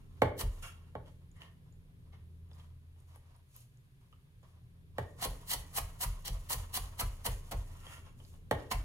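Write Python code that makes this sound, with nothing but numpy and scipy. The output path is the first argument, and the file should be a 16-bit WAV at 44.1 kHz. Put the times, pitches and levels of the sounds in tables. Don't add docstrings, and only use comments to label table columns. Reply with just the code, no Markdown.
import sys
import numpy as np
from scipy import signal
from scipy.fft import rfft, irfft, next_fast_len
from scipy.io import wavfile
from scipy.ndimage import uniform_filter1d, map_coordinates

SR = 44100
rng = np.random.default_rng(int(sys.argv[2]) if len(sys.argv) > 2 else 0)


def dump(signal):
    limited = np.clip(np.atleast_2d(signal).T, -1, 1)
    pcm = np.round(limited * 32767).astype(np.int16)
    wavfile.write(sys.argv[1], SR, pcm)


N = 389844
TIME_S = np.arange(N) / SR

# (time [s], first tone [dB], octave [dB])
HUM_LEVELS = [(0, -58, -69), (.6, -53.5, -67), (1.75, -64.5, -64), (2.2, -54.5, -67), (2.6, -53, -66.5),
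              (3.2, -58, -94), (3.8, -76.5, -76.5), (4.9, -57, -65.5), (5.3, -57.5, -62),
              (6.3, -56.5, -64.5), (6.6, -51, -74), (7.4, -57, -68.5), (8.84, -60, -69.5)]
# (time [s], level [dB])
RUMBLE_LEVELS = [(0, -53.5), (1.3, -59), (2.4, -59.5), (3.3, -64), (4.2, -62), (5, -57), (8.84, -55.5)]
# (frequency [Hz], density [dB per Hz])
RUMBLE_SPECTRUM = [(12, -36.5), (20, -4.5), (53, -6), (67, -11.5), (86, -1.5), (141, -12.5), (172, -19),
                   (195, -20.5), (280, -21), (335, -31.5), (380, -23.5), (642, -39.5), (1500, -47),
                   (1950, -76.5), (3300, -120)]
# (frequency [Hz], density [dB per Hz])
HISS_SPECTRUM = [(710, -35), (1200, -15), (1660, -2), (1810, -6), (2650, -7), (2790, -8.5), (3430, -7.5),
                 (5780, -16.5), (8080, -18), (9510, -10.5), (14000, -15), (16000, -26.5)]
# (frequency [Hz], correlation [-1 to 1])
AIR_LIKENESS = [(60, 0.94), (180, 0.68), (550, 0.65), (1650, -0.67), (4970, 0.0025), (15000, -0.041)]
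# (frequency [Hz], t60 [s])
KITCHEN_T60 = [(100, 0.49), (300, 0.74), (800, 0.29), (2000, 0.4), (5000, 0.26), (12000, 0.21)]
# (frequency [Hz], left over right [dB])
PORT_LEAN = [(60, 1), (150, -1), (380, -2), (950, -1.5), (2380, -1.5), (5980, -1), (15000, 1.5)]
# (left delay [s], right delay [s], level [dB])
NEAR_ECHOES = [(.0042, 0.004, -9.5), (.0092, .0086, -12), (0.0137, .0139, -11)]
# (frequency [Hz], level [dB], time to full swing [s])
COUNTER_MODES = [(29.44, -12.5, 0.13), (41.94, 1, 0.045), (62.2, -7.5, .045), (91.2, -8.5, 0.045),
                 (118.8, -7.5, 0.026), (163.4, -15.5, .02)]
# (frequency [Hz], width [Hz], level [dB])
BOARD_MODES = [(269, 78, -5.5), (403, 47, -2), (449, 70, -1.5), (580, 130, -3.5), (859, 75, 1.5),
               (906, 81, -2.5), (1087, 76, -8.5), (1541, 220, -13.5), (1825, 310, -16), (2300, 83, -18.5),
               (2800, 250, -25.5), (3300, 470, -19), (4460, 1000, -29.5)]
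# (frequency [Hz], width [Hz], level [dB])
FREE_BLADE_MODES = [(1360, 45, 0.5), (1730, 28, -8.5), (2236, 49, -9.5), (2768, 100, -3.5),
                    (3292, 120, -9.5), (5456, 120, -16.5), (6760, 62, -11), (9490, 240, -12.5),
                    (11100, 200, -29)]
# (frequency [Hz], width [Hz], level [dB])
PRESSED_BLADE_MODES = [(1841, 65, -4.5), (2170, 45, -6.5), (3010, 56, -8)]
# (frequency [Hz], density [dB per Hz])
SLIDE_SPECTRUM = [(240, -48.5), (400, -19), (629, -6), (738, -11.5), (1070, -3.5), (1500, -16.5),
                  (2590, -19.5), (3040, -17.5), (6000, -25), (7800, -61), (13200, -120)]
# (frequency [Hz], density [dB per Hz])
RUSTLE_SPECTRUM = [(1470, -32.5), (2500, -3), (5440, -4.5), (6810, 1), (8140, -5), (10700, 4),
                   (12600, -6.5), (14900, -7.5), (16000, -17.5)]
# (frequency [Hz], density [dB per Hz])
CRUNCH_SPECTRUM = [(880, -30.5), (1500, -21.5), (1870, -3.5), (2540, -20), (2880, -1), (3590, -8),
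                   (4290, 0), (4830, -4.5), (6370, -3.5), (7840, -4.5), (10900, 1), (14600, -8.5),
                   (16000, -7.5)]
# (frequency [Hz], density [dB per Hz])
FLESH_SPECTRUM = [(200, -11.5), (450, -13), (700, -2.5), (1050, 1), (1500, -12), (2500, -10.5), (5000, -39)]
# (full strength [s], rise [s], hold [s], sliding [dB], wet rustle [dB],
# blade swept along [0-1], blade pressed on the wood [0-1])
PUSHES = [(0.001, .01, 0.012, -74, -83, 0.5, 0.25), (0.166, 0.24, 0.054, -74.5, -84, .03, 0.1),
          (0.627, 0.015, 0.034, -51, -55, 0.92, 0.23), (0.752, .08, 0.13, -73.5, -96, 0.57, 0.2),
          (1.067, .06, .01, -72.5, -77, 0.2, 0.6), (1.363, 0.036, 0.043, -68, -84, 0.3, 0.63),
          (1.408, 0.014, 0.014, -58.5, -72, 0, 0.74), (2.13, 0.022, 0.0041, -68.5, -86, 0.4, 0.75),
          (2.542, 0.071, 0.082, -71.5, -76, 0, 0.2), (2.974, 0.026, .04, -83.5, -85, .06, 0.23),
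          (3.084, .04, 0.05, -70.5, -79, .06, .13), (3.15, .04, 0.016, -70.5, -76.5, 0, 0.3),
          (3.28, .1, 0.072, -79.5, -86.5, 0, 0), (3.548, 0.11, 0.053, -80.5, -65, .05, .13),
          (4.01, 0.037, .005, -75.5, -88.5, 0, 0.07), (4.12, 0.028, 0.0044, -86.5, -88, 0.06, 0.07),
          (4.43, 0.01, 0.047, -69, -81.5, .03, 0), (4.985, 0.059, 0.13, -71.5, -76, .02, 0.2),
          (5.191, .05, .03, -59, -59.5, .02, 0.46), (7.937, 0.38, 0.0025, -52.5, -57, 0.69, 0.43),
          (8.05, 0.091, 0.038, -68, -77, 0.8, 0.15), (8.186, 0.055, 0.16, -78.5, -71.5, 0, .03),
          (8.59, 0.078, .005, -57.5, -67, 0.3, .02), (8.623, .03, 0.089, -71, -79, .02, 0.1)]
# (time [s], level [dB], pitch [Hz], tap on wood [dB])
PIECE_TICKS = [(1.0605, -58, 3200, -22), (1.0805, -59.5, 3187, -26), (1.3152, -55, 7000, -40),
               (1.367, -58, 9410, -30), (1.419, -42.5, 2950, -21), (1.725, -60.5, 7040, -34),
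               (2.1321, -66.5, 2930, -21), (2.5143, -56, 3460, -19.5), (2.5329, -57.5, 4990, -26),
               (2.5992, -51, 3240, -21), (2.961, -67.5, 2910, -29), (3.003, -59, 9200, -45),
               (3.1594, -47, 10680, -16), (3.3634, -57, 9900, -31.5), (3.5638, -41, 11640, -38.5),
               (3.6044, -52, 9500, -32.5), (3.7732, -62.5, 6920, -43), (4.127, -58.5, 2950, -39),
               (4.129, -58, 1210, -28), (4.4306, -65.5, 7100, -21.5), (7.867, -39.5, 3200, -9),
               (8.2018, -52, 3060, -18.5), (8.2499, -51.5, 4470, -26), (8.3393, -63, 2900, -24)]
# (time [s], blow [dB], crack over blow [dB], counter shake over blow [dB], contact [ms],
# rebound [0-1], lowest steel mode [dB], second steel mode [dB])
EDGE_KNOCKS = [(.218, -8.5, -30, -11.5, 0.061, 0.4, 4, 22.5), (.951, -26, -40, -11, 0.08, 0.7, -12, -16),
               (4.982, -22, -20, -5.5, 0.051, 0.5, 12, -18), (8.51, -16, -22, -8, 0.03, 0.23, 18, 8)]
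# (landing [s], swell [s], full crunch [s], crunch [dB], fleshy part [dB], landing blow [dB],
# counter shake [dB], coarse part over crunch [dB], pieces tumbling afterwards [dB])
ONION_CUTS = [(0.423, .025, 0.028, -39.5, -46, 3.5, -30, -5.5, -73),
              (5.258, 0.0305, 0.031, -37, -44, 8, -36.5, -4, -56),
              (5.545, 0.039, 0.039, -35, -45.5, -3, -41, -5, -56),
              (5.793, .035, .025, -33, -41.5, -9, -39.5, -8.5, -57),
              (6.048, 0.02, 0.035, -35, -45, -8.5, -33.5, -7.5, -56),
              (6.29, 0.0074, 0.039, -44.5, -53, -4, -34, 0, -58),
              (6.544, 0.011, 0.046, -36, -46.5, -6, -37, -6, -53.5),
              (6.782, 0.016, 0.04, -36.5, -46, -9, -38.5, -5.5, -54.5),
              (7.02, 0.02, .022, -35, -39.5, 0.5, -32.5, -5.5, -55),
              (7.274, 0.014, 0.019, -34, -39.5, 4.5, -33.5, -5, -54),
              (7.532, 0.0052, 0.019, -43.5, -41.5, 2.5, -32, -5, -61),
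              (8.731, 0.012, 0.017, -38, -37, -6, -32.5, -3.5, -59.5)]

HUM_HZ, MAINS_HZ = 82.7, 120
TOP_HZ = 15900
MAX_SNAP_SPREADS = 5.5
TICK_S, TICK_CYCLES = .008, 30
ROCK_S, ROCK_DB = .014, -6
CRUNCH_GROWTH_DB, FLESH_GROWTH_DB = 2.6, 5
PUSH_RISE_DB, PUSH_FALL_DB_PER_S = 37, 216.5
TUMBLE_DELAY_S, TUMBLE_SLIDE_DB, TUMBLE_FALL_DB_PER_S = .04, -5, 174
LIFT_END_S, LIFT_SLIDE_DB, LIFT_RUSTLE_DB = .222, -68, -67.5
LIFT_SWEPT, LIFT_PRESSED = .15, .33
RESTING_SLIDE_DB, RESTING_RUSTLE_DB = -88, -88.5


def amp(db):
    return 10 ** (np.asarray(db) / 20)


def unit(x):
    return x / np.sqrt(np.mean(x ** 2) + 1e-20)


def along(points, hz):
    point_hz, value = np.transpose(points)
    return np.interp(np.log(hz + 1), np.log(point_hz + 1), value)


def spectrum_gain(points):
    return lambda hz: amp(along(points, hz))


def curves(rows):
    time_s, *columns = np.transpose(rows)
    return [np.interp(TIME_S, time_s, column) for column in columns]


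def wobble(rate_hz):
    knots = rng.standard_normal(int(N * rate_hz / SR) + 4)
    return map_coordinates(knots, [TIME_S * rate_hz])


def filtered(x, response):
    size = next_fast_len(N + SR // 2)
    hz = np.fft.rfftfreq(size, 1 / SR)
    return irfft(rfft(x, size) * response(hz), size)[..., :N]


def body(modes):
    def response(hz):
        total = 0
        for k, (centre, width, db) in enumerate(modes):
            damping = 1j * hz * width
            total = total + (-1) ** k * amp(db) * damping / (centre ** 2 - hz ** 2 + damping)
        return total
    return response


def crackle(response, spread_db, wide=1.0):
    size_db = spread_db * np.minimum(rng.exponential(size=N), MAX_SNAP_SPREADS)
    snaps = rng.standard_normal((3, N)) * amp(size_db)
    return unit(filtered(snaps[0] + wide * snaps[1:], response))


def hum():
    first_db, octave_db = curves(HUM_LEVELS)
    phase = 2 * np.pi * HUM_HZ * TIME_S + .58 * wobble(2.7)
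    first = amp(first_db + .25 * wobble(14.0)) * np.sin(phase)
    octave = amp(octave_db + .29 * wobble(6.0)) * np.sin(2 * phase)
    buzz = unit(filtered(rng.standard_normal(N), body([(MAINS_HZ, 7, 0), (144, 8, -7)])))
    return np.sqrt(2) * (first + octave) + amp(-63) * buzz


def air(spectrum, level_db):
    def mid_side(hz):
        angle = np.arccos(np.clip(along(AIR_LIKENESS, hz), -1, 1)) / 2
        return amp(along(spectrum, hz)) * [np.cos(angle), np.sin(angle)]
    mid, side = filtered(rng.standard_normal((2, N)), mid_side)
    drift_db = .6 * wobble(.7)
    return amp(level_db + drift_db) * unit(np.array([mid + side, mid - side]))


def kitchen(x, part_s=.4):
    out, step = np.zeros((2, N + SR)), round(part_s * SR)
    for start in range(0, N, step):
        hz, t_s, z = signal.stft(rng.standard_normal((2, SR // 2)), SR, nperseg=256)
        mono = np.clip(along([(150, .98), (600, .55), (2000, 0)], hz), 0, 1)[:, None]
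        z[1] = mono * z[0] + np.sqrt(1 - mono ** 2) * z[1]
        decay = amp(-60 * t_s / along(KITCHEN_T60, hz)[:, None])
        tail = signal.istft(z * decay, SR, nperseg=256)[1]
        tail = tail / np.linalg.norm(tail[0])
        echo = signal.fftconvolve(x[None, start:start + step], tail, axes=1)
        out[:, start + 150:][:, :echo.shape[1]] += echo
    return out[:, :N]


def ports(x, lag_s, right_db):
    echo = np.zeros((2, N))
    for *delays_s, db in NEAR_ECHOES:
        for side, delay_s in enumerate(delays_s):
            echo[side] += amp(db) * np.pad(x[side], (round(delay_s * SR), 0))[:N]

    def lean(hz):
        level = amp(np.outer([.5, -.5], along(PORT_LEAN, hz) - right_db))
        return level * np.exp(np.outer([-1, 1], 1j * np.pi * hz * lag_s))
    return filtered(x + uniform_filter1d(echo, size=7, axis=1), lean)


def shake(rows):
    out, t_s = np.zeros(N + SR), np.arange(SR // 3) / SR
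    for s, db, weight in rows:
        for k, (hz, mode_db, full_s) in enumerate(COUNTER_MODES):
            light_db = (1 - weight) * 16.0 * np.clip(90 / hz - .7, 0, 2)
            gain = amp(db + mode_db + rng.normal(0, 1.2) - light_db)
            swell = (t_s / full_s * np.exp(1 - t_s / full_s)) ** 3.23
            after = .18 * (1 - np.exp(-t_s / full_s)) * np.exp(-t_s / .1)
            wave = (swell + after) * np.sin(2 * np.pi * hz * t_s)
            out[round(s * SR):][:len(t_s)] += (-1) ** k * gain * wave
    return out[:N]


def motion(s, rise_s, hold_s, slide_db, rustle_db, swept, pressed, fall_db_per_s=PUSH_FALL_DB_PER_S):
    before_db = PUSH_RISE_DB * np.clip(s - TIME_S, 0, 1) / rise_s
    after_db = fall_db_per_s * np.clip(TIME_S - s - hold_s, 0, 1)
    shape = amp(-2 * (before_db + after_db))
    share = np.array([max(1 - swept ** 2 - pressed ** 2, 0), swept ** 2, pressed ** 2])
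    return np.outer([*(amp(2 * slide_db) * share), amp(2 * rustle_db)], shape)


def strokes():
    power = sum(motion(*row) for row in PUSHES)
    for land_s, *_, tumble_db in ONION_CUTS:
        s = land_s + TUMBLE_DELAY_S
        power += motion(s, .03, .0018, tumble_db + TUMBLE_SLIDE_DB, tumble_db,
                        LIFT_SWEPT, LIFT_PRESSED, TUMBLE_FALL_DB_PER_S)
        power += motion(s, .072, LIFT_END_S - TUMBLE_DELAY_S, LIFT_SLIDE_DB, LIFT_RUSTLE_DB,
                        LIFT_SWEPT, LIFT_PRESSED)
    wood, swept, pressed, wet = np.sqrt(power)
    on_wood = amp(4.0 * wobble(45)) * crackle(spectrum_gain(SLIDE_SPECTRUM), spread_db=3.0)
    on_steel = swept * crackle(body(FREE_BLADE_MODES), spread_db=.5)
    on_steel += pressed * crackle(body(PRESSED_BLADE_MODES), spread_db=-.5)
    stutter = amp(1.13 * wobble(66))
    rustle = amp(1.4 * wobble(70)) * crackle(spectrum_gain(RUSTLE_SPECTRUM), spread_db=3.6)
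    slide = (wood + amp(RESTING_SLIDE_DB)) * on_wood + stutter * on_steel
    return slide + (wet + amp(RESTING_RUSTLE_DB)) * rustle


def blows(rows):
    force, ms = np.zeros(N + SR), np.arange(SR // 100) / SR * 1000

    def pulse(contact_ms):
        shape = ms * np.exp(-ms / contact_ms)
        return shape / np.sum(shape)
    for s, db, contact_ms, rebound in rows:
        push = amp(db) * (pulse(contact_ms) - rebound * pulse(.22))
        force[round((s - .0016) * SR):][:len(ms)] += .28 * push
        force[round(s * SR):][:len(ms)] += push
    return filtered(force[:N], body(BOARD_MODES))


def ticks():
    out, t_s = np.zeros(N + SR), np.arange(SR // 25) / SR
    for s, db, hz, _ in PIECE_TICKS:
        fade = amp(-60 * t_s / (TICK_S + TICK_CYCLES / hz))
        flutter = unit(uniform_filter1d(rng.standard_normal(len(t_s)), size=round(3 * SR / hz)))
        tone = (.98 + .4 * flutter) * np.sin(2 * np.pi * hz * t_s)
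        out[round(s * SR):][:len(t_s)] += amp(db) * fade * tone
    return out[:N] + blows([(s, tap_db, .035, .9) for s, *_, tap_db in PIECE_TICKS])


def knocks():
    crack, force, hits = np.zeros(N), np.zeros((2, N)), []
    for s, db, crack_db, _, contact_ms, rebound, first_db, second_db in EDGE_KNOCKS:
        age_s = TIME_S - s - .0004
        fade = np.exp(-np.abs(age_s) / .0054) + .15 * np.exp(-np.abs(age_s) / .023)
        crack += (age_s > 0) * amp(db + crack_db - 2.5) * fade
        force[:, round(s * SR) + 60] = amp([first_db, second_db])
        hits.append((s + .002, db + 37.0, contact_ms, rebound))
    steel = sum(filtered(force[k], body(PRESSED_BLADE_MODES[k:k + 1])) for k in (0, 1))
    snaps = crackle(spectrum_gain(CRUNCH_SPECTRUM), spread_db=6)
    return blows(hits) + steel + crack * snaps


def cuts():
    bites, coarse_bites, fleshy = np.zeros((3, N))
    landings = []
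    for land_s, swell_s, full_s, crunch_db, flesh_db, blow_db, _, coarse_db, _ in ONION_CUTS:
        start_s = land_s - full_s
        near = slice(round(land_s * SR) - SR // 6, round(land_s * SR) + SR // 12)
        at_s = [start_s - 1.6 * swell_s, start_s - swell_s, start_s,
                land_s - .008, land_s + .0073, land_s + .052]
        bite_db = [-60, -26, -CRUNCH_GROWTH_DB / 2, CRUNCH_GROWTH_DB / 2, -18, -50]
        pulp_db = [-63, -32.5, -FLESH_GROWTH_DB / 2, FLESH_GROWTH_DB / 2, -8, -50.5]
        bite = amp(crunch_db + np.interp(TIME_S[near], at_s, bite_db))
        bites[near] += bite
        coarse_bites[near] += bite * amp(coarse_db)
        fleshy[near] += amp(flesh_db + np.interp(TIME_S[near], at_s, pulp_db))
        for k in (0, 1):
            landings.append((land_s - .003 + k * ROCK_S, blow_db + k * ROCK_DB, .15, 0))
    crunch = spectrum_gain(CRUNCH_SPECTRUM)
    dull = lambda hz: 1 / (1 + (hz / 5500) ** 4)
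    fine = bites * crackle(lambda hz: crunch(hz) * (1 - dull(hz)), spread_db=2.8)
    coarse = crackle(lambda hz: crunch(hz) * dull(hz), spread_db=2.0)
    coarse = coarse_bites * amp(1.4 * wobble(150)) * coarse
    lumps = amp(1.4 * wobble(250) + .71 * wobble(70))
    flesh = crackle(spectrum_gain(FLESH_SPECTRUM), spread_db=4.5, wide=.63)
    flesh = fleshy * amp(2.9 * wobble(120)) * flesh
    return lumps * (fine + coarse) + flesh + blows(landings)


def scene():
    room = hum() + air(RUMBLE_SPECTRUM, *curves(RUMBLE_LEVELS)) + air(HISS_SPECTRUM, level_db=-78.0)
    knock_shakes = [(s, db + shake_db - 1.5, 0) for s, db, _, shake_db, *_ in EDGE_KNOCKS]
    cut_shakes = [(cut[0], cut[6], 1) for cut in ONION_CUTS]
    low = shake(knock_shakes + cut_shakes)
    onion = strokes() + ticks() + cuts()
    wood = knocks()
    near = ports(wood, lag_s=.00015, right_db=1.18) + ports(onion, lag_s=.00014, right_db=.11)
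    echo = kitchen(amp(-7) * (wood.mean(0) + onion.mean(0)))
    return near + echo + low + room


def record(dry):
    return filtered(dry, lambda hz: hz < TOP_HZ)


dry = scene()
out = record(dry)
dump(out)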